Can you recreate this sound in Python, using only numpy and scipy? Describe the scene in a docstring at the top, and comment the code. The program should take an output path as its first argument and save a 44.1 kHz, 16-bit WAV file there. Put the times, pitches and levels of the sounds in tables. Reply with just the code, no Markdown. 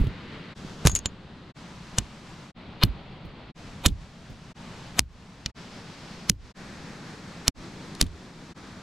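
"""Pitching a tent on a lawn

Ten short passages close to the microphone, with a brief fade between them. Soft outdoor hiss is shaped noise.
The bowed pole thumps as decaying sines, the canvas as deep noise; a steel ring clinks on a pin as decaying modes.
Light taps and snaps of plastic hooks on the aluminium pole are noise bursts through tube resonances; noise swells
for a few milliseconds into each. The recorder's limiter ducks everything after the hardest snaps."""
import sys
import numpy as np
from scipy import signal
from scipy.fft import rfft, irfft
from scipy.io import wavfile
from scipy.ndimage import minimum_filter1d

SR = 44100
rng = np.random.default_rng(int(sys.argv[2]) if len(sys.argv) > 2 else 0)


def master_out(mix):
    """Clip the mix to full scale and print it as 16-bit PCM to the path in sys.argv[1]."""
    frames = np.transpose(np.atleast_2d(mix))
    ceiling = np.clip(frames, -1, 1)
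    pcm = np.round(ceiling * 32767).astype(np.int16)
    wavfile.write(sys.argv[1], SR, pcm)


N = 388962
TIME = np.arange(N) / SR


def undb(db):
    """Decibels to gain."""
    return 10 ** (np.asarray(db) / 20)


def unit(x):
    """Scale to rms 1."""
    return x / np.sqrt(np.mean(x ** 2))


def bins_hz(size):
    """Frequencies of a real transform, kept off zero."""
    return np.maximum(np.arange(size // 2 + 1) * SR / size, 1)


def shape_db(points, hz):
    """A spectrum joined by straight lines on a log-frequency axis."""
    f, db = np.transpose(points)
    return np.interp(np.log(hz), np.log(f), db)


def hump(hz, centre_hz, octaves):
    """A broad resonance, 1 at its centre."""
    return 1 / (1 + (np.log2(hz / centre_hz) / octaves) ** 2)


def bass_shelf(hz, corner_hz):
    """1 well below the corner, 0 well above it."""
    return 1 / (1 + (hz / corner_hz) ** 4)


def rolloff_db(hz, corner_hz, depth_db):
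    """Treble falls steeply above the corner, down to a shelf."""
    return 10 * np.log10(1 / (1 + (hz / corner_hz) ** 16) + undb(depth_db) ** 2)


def colour(x, db):
    """Causal minimum-phase filter shaped by the gain at each bin; keeps the energy of white noise."""
    cepstrum = irfft(np.log(unit(undb(db))))
    # fold the cepstrum onto positive time
    cepstrum[1:len(x) // 2] *= 2
    cepstrum[len(x) // 2 + 1:] = 0
    return irfft(rfft(x) * np.exp(rfft(cepstrum)))


def fade(t, t60_s):
    """Free decay, 60 dB down after t60."""
    return np.exp(-np.log(1000) * t / t60_s)


def add(out, start_s, sound, pan_db=0):
    """Mix a sound in at a time; pan is left minus right."""
    start = int(round(start_s * SR))
    sound = sound * undb(np.array([[pan_db], [-pan_db]]) / 2)
    first, last = max(start, 0), min(start + sound.shape[1], N)
    out[:, first:last] += sound[:, first - start:last - start]


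# Passages. Each row: start in seconds, end in seconds, hiss in dB, its bass in dB, peak in Hz, hollow in Hz,
# change of the hiss after the passage's first snap in dB.
PASSAGES = [(-.05, .546, 3, -3.5, 2030, 730, 0), (.541, 1.526, 2.3, .5, 378, 2270, -5),
            (1.54, 2.521, -0.55, -1, 1004, 428, -1.2), (2.541, 3.523, -.5, 1, 710, 1660, -1),
            (3.542, 4.536, -0.76, 2.5, 656, 330, -3), (4.539, 5.519, 1, 0.5, 903, 330, -6),
            (5.54, 6.529, 1.2, -3.5, 5040, 316, -3), (6.539, 7.509, 2.5, -4, 1740, 2990, -4),
            (7.54, 8.54, 1.5, -2.5, 331, 2900, -3), (8.539, 8.9, 0.5, -3, 1300, 2900, 0)]
# Spectrum of outdoor air. Each row: frequency in Hz, relative density in dB per Hz.
AIR_SPECTRUM = [(25, -6), (70, -4.5), (120, -1.5), (175, 2), (260, -5.5), (400, -11), (650, -15),
                (1000, -15.5), (2500, -20.5), (4300, -23.5), (7500, -33.5), (12000, -35), (14000, -58),
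                (16000, -68)]
# Spells of dull hiss. Each row: start in seconds, end in seconds, treble change in dB.
DULL_SPELLS = [(-.05, .546, -12), (1.006, 1.53, -10.5), (2.53, 3.53, -15.5)]
AIR_DB, AIR_PAN_DB = -43, 0.77
PEAK_DB, HOLLOW_DB, HISS_CORNER_HZ, SETTLE_S = 2.5, -3.5, 8270, 0.22


def air(bass_hz=170, side_db=-5, spread_hz=1000, flutter_db=0.92, treble_hz=4700, bright_db=1.5):
    """Outdoor hiss: noise coloured by the microphone's place, settling after a snap; bass nearly alike in both ears."""
    out, size = np.zeros((2, N)), 65536
    t, hz = np.arange(size) / SR, bins_hz(size)
    for start_s, end_s, db, bass_db, peak_hz, hollow_hz, settle_db in PASSAGES:
        # nearby ground and canvas lift one region and hollow out another
        place_db = PEAK_DB * hump(hz, peak_hz, 0.2) + HOLLOW_DB * hump(hz, hollow_hz, 0.17)
        ends_db = bass_db * bass_shelf(hz, bass_hz) + rolloff_db(hz, HISS_CORNER_HZ, -13)
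        gain = unit(undb(shape_db(AIR_SPECTRUM, hz))) * undb(AIR_DB + db + place_db + ends_db)
        side_gain = gain * undb(side_db) * hz / (hz + spread_hz)
        mid = irfft(rfft(rng.standard_normal(size)) * gain)
        side = irfft(rfft(rng.standard_normal(size)) * side_gain)
        snap_s = min((s for s, *_ in SNAP_EVENTS if s > start_s), default=end_s)
        settled = np.clip((start_s + t - snap_s) / SETTLE_S, 0, 1)
        hiss = np.array([mid + side, mid - side]) * undb(settle_db * settled)
        add(out, start_s, hiss * (t < end_s - start_s), AIR_PAN_DB)
    treble_db = bright_db + sum(db * ((TIME > start_s) & (TIME < end_s)) for start_s, end_s, db in DULL_SPELLS)
    treble = signal.sosfiltfilt(signal.butter(6, treble_hz, "high", fs=SR, output="sos"), out)
    flutter = np.interp(TIME, np.linspace(0, TIME[-1], 128), rng.standard_normal(128))
    return (out + (undb(treble_db) - 1) * treble) * undb(flutter_db * flutter)


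# Hands tug at the tent. Each row: start in seconds, recoil in dB, recoil in Hz, recoil t60 in seconds,
# canvas flap in dB.
TUG_EVENTS = [(0, -25, 46, .13, -22), (0.013, -7.5, 48, 0.069, -27.5), (.039, -20, 141, 0.16, -27),
              (.069, -15.5, 122, .063, -27.5), (.647, -19.5, 200, .02, -45), (.852, -6, 150, 0.083, -16.5),
              (0.93, -29, 70.8, .06, -25), (3.25, -50, 59, .1, -35.5), (4.299, -46, 45.8, .1, -35.5),
              (8.023, -8, 169, 0.028, -25.5)]
# Spectrum of flapping canvas. Each row: frequency in Hz, relative density in dB per Hz.
FLAP_SPECTRUM = [(12, -21.5), (34, -1), (70, 0.5), (130, -7), (260, -7.5), (450, -28.5), (1200, -55.5)]
# the harder the canvas flaps, the longer: t60 at 0 dB, and the drop in level that halves it
FLAP_T60_S, FLAP_HALVES_DB = 0.35, 50


def thumps(rise_s=0.00079, pan_db=-1.6, slow_hz=110, quick_share=.45, overtone=2.7, overtone_db=-13,
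           side_db=-11):
    """After a snap or tug the bowed pole swings in two bending modes; the canvas flaps on, deepest folds longest."""
    out, t, hz = np.zeros((2, N)), np.arange(SR) / SR, bins_hz(SR)
    deep = signal.butter(2, slow_hz, fs=SR, output="sos")
    for start_s, *_, db, pitch_hz, t60_s, flap_db in SNAP_EVENTS + TUG_EVENTS:
        phase = 2 * np.pi * pitch_hz * t
        swing = np.sin(phase) * fade(t, t60_s)
        swing = swing + undb(overtone_db) * np.sin(overtone * phase) * fade(t, t60_s / 2)
        flap_t60_s = FLAP_T60_S * 2 ** (flap_db / FLAP_HALVES_DB)
        slow_fade = fade(t, flap_t60_s)
        cloth = np.array([colour(rng.standard_normal(SR), shape_db(FLAP_SPECTRUM, hz)) for _ in range(2)])
        folds = signal.sosfiltfilt(deep, cloth)
        flaps = folds * slow_fade + (cloth - folds) * fade(t, flap_t60_s * quick_share)
        mid, side = (unit(flap) * np.sqrt(np.mean(slow_fade ** 2)) for flap in flaps)
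        canvas = mid + undb(side_db) * np.array([side, -side])
        thump = undb(db) * swing + undb(flap_db) * canvas
        add(out, start_s, thump * (1 - np.exp(-t / rise_s)), pan_db)
    return out


# Steel ring hits the pin. Each row: start in seconds, level in dB, upper modes in dB,
# ring length as a share of the free ring.
CLINK_EVENTS = [(.861, -26, -0.5, 0.88), (.872, -21, -0.5, 0.79), (.896, -29, -2.5, 1.6),
                (0.9163, -26.5, -5.5, 1.3), (.952, -20, 11.5, 0.44), (.9635, -20.5, -20, 1),
                (0.99, -25.5, -14, 0.34), (1.0578, -30, 11, 0.78)]
# Modes of steel ring and pin. Each row: frequency in Hz, level in dB, free t60 in seconds.
STEEL_MODES = [(3456, -20, .05), (4613, -18, .03), (6618, -1, .075), (6850, -7, .035), (7135, -3, .06),
               (10890, -21, .03)]


def clinks(tick_db=-5, tick_t60_s=0.0083, upper_hz=6900, pan_db=2.5):
    """The steel ring bounces on the pin: decaying modes, damped more or less by the palm, with a noise tick."""
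    out, t = np.zeros((2, N)), np.arange(SR // 4) / SR
    tick_band = signal.butter(2, [5300, 8800], "band", fs=SR, output="sos")
    for start_s, db, upper_db, free in CLINK_EVENTS:
        ring = np.zeros(len(t))
        for hz, mode_db, t60_s in STEEL_MODES:
            gain = undb(mode_db + upper_db * (hz > upper_hz))
            struck_hz = hz * (1 + 0.00054 * rng.standard_normal())
            ring += gain * fade(t, t60_s * free) * np.sin(2 * np.pi * struck_hz * t)
        tick = unit(signal.sosfilt(tick_band, rng.standard_normal(len(t)))) * fade(t, tick_t60_s)
        add(out, start_s, undb(db) * (ring + undb(tick_db) * tick), pan_db)
    return out


def band_noise(force, db, even=0):
    """Grainy contact force through a body's spectrum; a clean break (even near 1) drives all pitches alike."""
    grains = rfft(force * rng.choice([-1, 1], len(force)))
    grains = irfft(grains / (abs(grains) + 1e-9) ** np.clip(even, 0, 1))
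    return unit(colour(grains, db)) * np.sqrt(np.mean(force ** 2))


# Spectrum of plastic cracking on aluminium tube. Each row: frequency in Hz, relative density in dB per Hz.
CRACK_SPECTRUM = [(150, 0), (600, -10), (1800, -7), (2900, -1.5), (6500, -3), (8000, -5), (10500, -5),
                  (13000, -8), (16000, -21.5)]
# Resonances of hook and tube, heard in the swell and rattle around a hit. Each row: frequency in Hz,
# width in Hz, level in dB.
TUBE_MODES = [(650, 1400, -4), (1200, 2400, -11.5), (2410, 140, -0.5), (2970, 210, 0), (3640, 330, -2),
              (4210, 120, -2), (6890, 1500, -17), (7750, 190, -9), (11400, 2700, -17)]
SWELL_S, RATTLE_S = 0.0078, 0.0063


def contact(decay_s, body_db, ring_hz, ring_db, top_hz, swell_db, rattle_db, side_db=-12, lag_s=9e-6,
            body_hz=1500, wobble_db=3):
    """Resonant noise swells unevenly into a crack, then rattles away; returns lead-in seconds and sound."""
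    size = 8192
    t, hz = (np.arange(size) - size // 4) / SR, bins_hz(size)
    tube_power = sum(undb(db) ** 2 / (1 + ((hz - f * f / hz) / width) ** 2) ** 2 for f, width, db in TUBE_MODES)
    tube_db = 10 * np.log10(tube_power)
    crack = (t >= 0) * np.exp(-abs(t) / decay_s)
    wobble = undb(wobble_db * np.interp(t, np.linspace(t[0], t[-1], 100), rng.standard_normal(100)))
    swell = undb(swell_db) * np.exp(-abs(t) / SWELL_S)
    rattle = undb(rattle_db) * np.exp(-abs(t) / RATTLE_S)
    around = wobble * np.where(t < 0, swell, rattle)
    top_db = rolloff_db(hz, top_hz, -21.5)
    tilt_db = body_db * bass_shelf(hz, body_hz) + ring_db * hump(hz, ring_hz, .25)
    crack_db = shape_db(CRACK_SPECTRUM, hz) + tilt_db + top_db
    around_db = tube_db + tilt_db / 2 + top_db
    mid, side = (band_noise(crack, crack_db, even=0.42) + band_noise(around, around_db) for _ in range(2))
    # the hands work nearer the right port, so the left hears them a little later
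    late = irfft(rfft(mid) * np.exp(-2j * np.pi * hz * lag_s))
    return -t[0], np.array([late + undb(side_db) * side, mid - undb(side_db) * side])


# Light taps on the tube, and the bright treble edge of one snap. Each row: start in seconds, level in dB,
# decay in seconds, low body in dB, resonance in Hz, resonance in dB.
TAP_EVENTS = [(.07, -38, .002, 8, 3300, 19), (0.8518, -20, 0.0036, 12, 1600, 16.5),
              (0.861, -19, 0.0071, 15, 3400, -4.5), (0.8792, -24.5, .006, -0.5, 3390, -0.5),
              (.8959, -27.5, 0.0031, 7.5, 1187, 13), (0.9591, -23.5, .006, -1.5, 3400, -0.5),
              (2.8346, -19, 0.0023, -20, 13560, 32), (3.8657, -8, 0.0019, 4.5, 7100, 15.5),
              (3.885, -26.5, 0.0041, -6, 3420, 16.5), (5.003, -15.5, 0.0017, 4.5, 4600, 4.5),
              (6.317, -26, 0.0011, -15, 3160, 6.5), (7.951, -33.5, .0012, -6.5, 4240, 10),
              (8.0254, -20, 0.0027, -1.5, 3600, 4), (8.066, -37, .0025, 1.5, 3500, 15)]
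# swell and rattle are relative to the tap, the bounce to the first hit
TAP_SWELL_DB, TAP_RATTLE_DB, TAP_CORNER_HZ, BOUNCE_S, BOUNCE_DB = -22.5, -15, 10600, 0.015, -19.5


def taps(pan_db=1):
    """Light taps on the tube and one snap's treble edge, each bouncing once; each hit with a little swell and rattle."""
    out = np.zeros((2, N))
    for start_s, db, decay_s, body_db, ring_hz, ring_db in TAP_EVENTS:
        for delay_s, loss_db in ((0, 0), (BOUNCE_S, BOUNCE_DB)):
            lead_s, sound = contact(decay_s, body_db, ring_hz, ring_db, TAP_CORNER_HZ, TAP_SWELL_DB,
                                    TAP_RATTLE_DB)
            add(out, start_s + delay_s - lead_s, undb(db + loss_db) * sound, pan_db)
    return out


# Pin or hook snaps home and jolts the pole. Each row: start in seconds, level in dB, low body in dB,
# resonance in Hz, resonance in dB, treble corner in Hz, swell in dB, left minus right in dB,
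# recoil in dB, recoil in Hz, recoil t60 in seconds, canvas flap in dB.
SNAP_EVENTS = [(0.8713, -3, 8.5, 3120, 2.5, 12500, -28, -2.5, -7, 69, .07, -27),
               (1.0579, -16, 4, 3220, 7, 8550, -42, -2.5, -19.5, 70, .046, -35),
               (1.9848, -10, 1, 6580, 11.5, 10510, -30.5, 1.5, -15, 105, .045, -28.5),
               (2.8353, -9, -2.5, 4720, 7.5, 5280, -15.5, 0.5, -6.5, 114.3, 0.069, -16),
               (3.8615, 1, 4, 3610, 7.5, 13000, -19.5, -3.5, -1.5, 84, 0.073, -13),
               (4.9931, 13.5, -0.5, 6200, 5.5, 11600, -24, 2.5, 1.5, 80, .035, -11.5),
               (5.4603, -16.5, 1, 3740, 2.5, 7100, -55, -1.5, -27, 100, 0.018, -35),
               (6.2978, 12.5, -5, 5950, 8, 11160, -35, -1.5, 8, 179, 0.04, -12),
               (7.48, -1.5, 5, 5220, 7.5, 11000, -29.5, -0.2, -6, 90.2, 0.016, -23),
               (8.013, 1, -3, 4900, 4.5, 10900, -30, -2, -2, 55, 0.068, -13.5)]
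# a harder snap is shorter: decay at 0 dB, and the rise in level that halves it
CRACK_S, CRACK_HALVES_DB = .0014, 33
# a louder swell leaves more rattle: rattle at 0 dB swell, and its slope in dB per dB
RATTLE_DB, RATTLE_PER_SWELL = -19.5, .35


def snaps():
    """Pin and hooks crack home, the harder the shorter; noise swells for a few milliseconds into each snap."""
    out = np.zeros((2, N))
    for start_s, db, body_db, ring_hz, ring_db, top_hz, swell_db, pan_db, *_ in SNAP_EVENTS:
        decay_s = CRACK_S * 2 ** (-db / CRACK_HALVES_DB)
        rattle_db = RATTLE_DB + RATTLE_PER_SWELL * swell_db
        # contact() takes swell and rattle relative to the crack
        lead_s, sound = contact(decay_s, body_db, ring_hz, ring_db, top_hz, swell_db - db, rattle_db - db)
        add(out, start_s - lead_s, undb(db) * sound, pan_db)
    return out


def passage_fades(fade_in_s=0.044, fade_out_s=0.023):
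    """Gain that opens at the start of each passage and closes at its end."""
    gain = np.zeros(N)
    for start_s, end_s, *_ in PASSAGES:
        ramp = np.minimum((TIME - start_s) / fade_in_s, (end_s - TIME) / fade_out_s)
        gain += np.sin(np.pi / 2 * np.clip(ramp, 0, 1)) ** 2
    return gain


def scene():
    """Air, canvas, ring, taps and hooks, passage by passage."""
    return (air() + thumps() + clinks() + taps() + snaps()) * passage_fades()


CEILING, HOLD_S, RELEASE_S = 0.93, 0.079, 0.068


def limiter(x, overshoot_db=2):
    """Peaks beyond ceiling plus overshoot duck the gain at once; it holds, then recovers; the rest clips."""
    over_db = np.maximum(20 * np.log10(abs(x).max(axis=0) / CEILING + 1e-9) - overshoot_db, 1e-6)
    hold = 2 * int(HOLD_S * SR / 2) + 1
    held_db = -minimum_filter1d(-over_db, hold, origin=hold // 2)
    # the duck in dB shrinks exponentially until a larger one takes over
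    duck_db = np.exp(np.maximum.accumulate(np.log(held_db) + TIME / RELEASE_S) - TIME / RELEASE_S)
    return np.clip(x * undb(-duck_db), -CEILING, CEILING)


TOP_HZ = 16200


def record(dry):
    """The recorder limits the snaps and cuts the top."""
    top_cut = signal.ellip(8, .2, 70, TOP_HZ, fs=SR, output="sos")
    return signal.sosfilt(top_cut, limiter(dry))


dry = scene()
out = record(dry)
master_out(out)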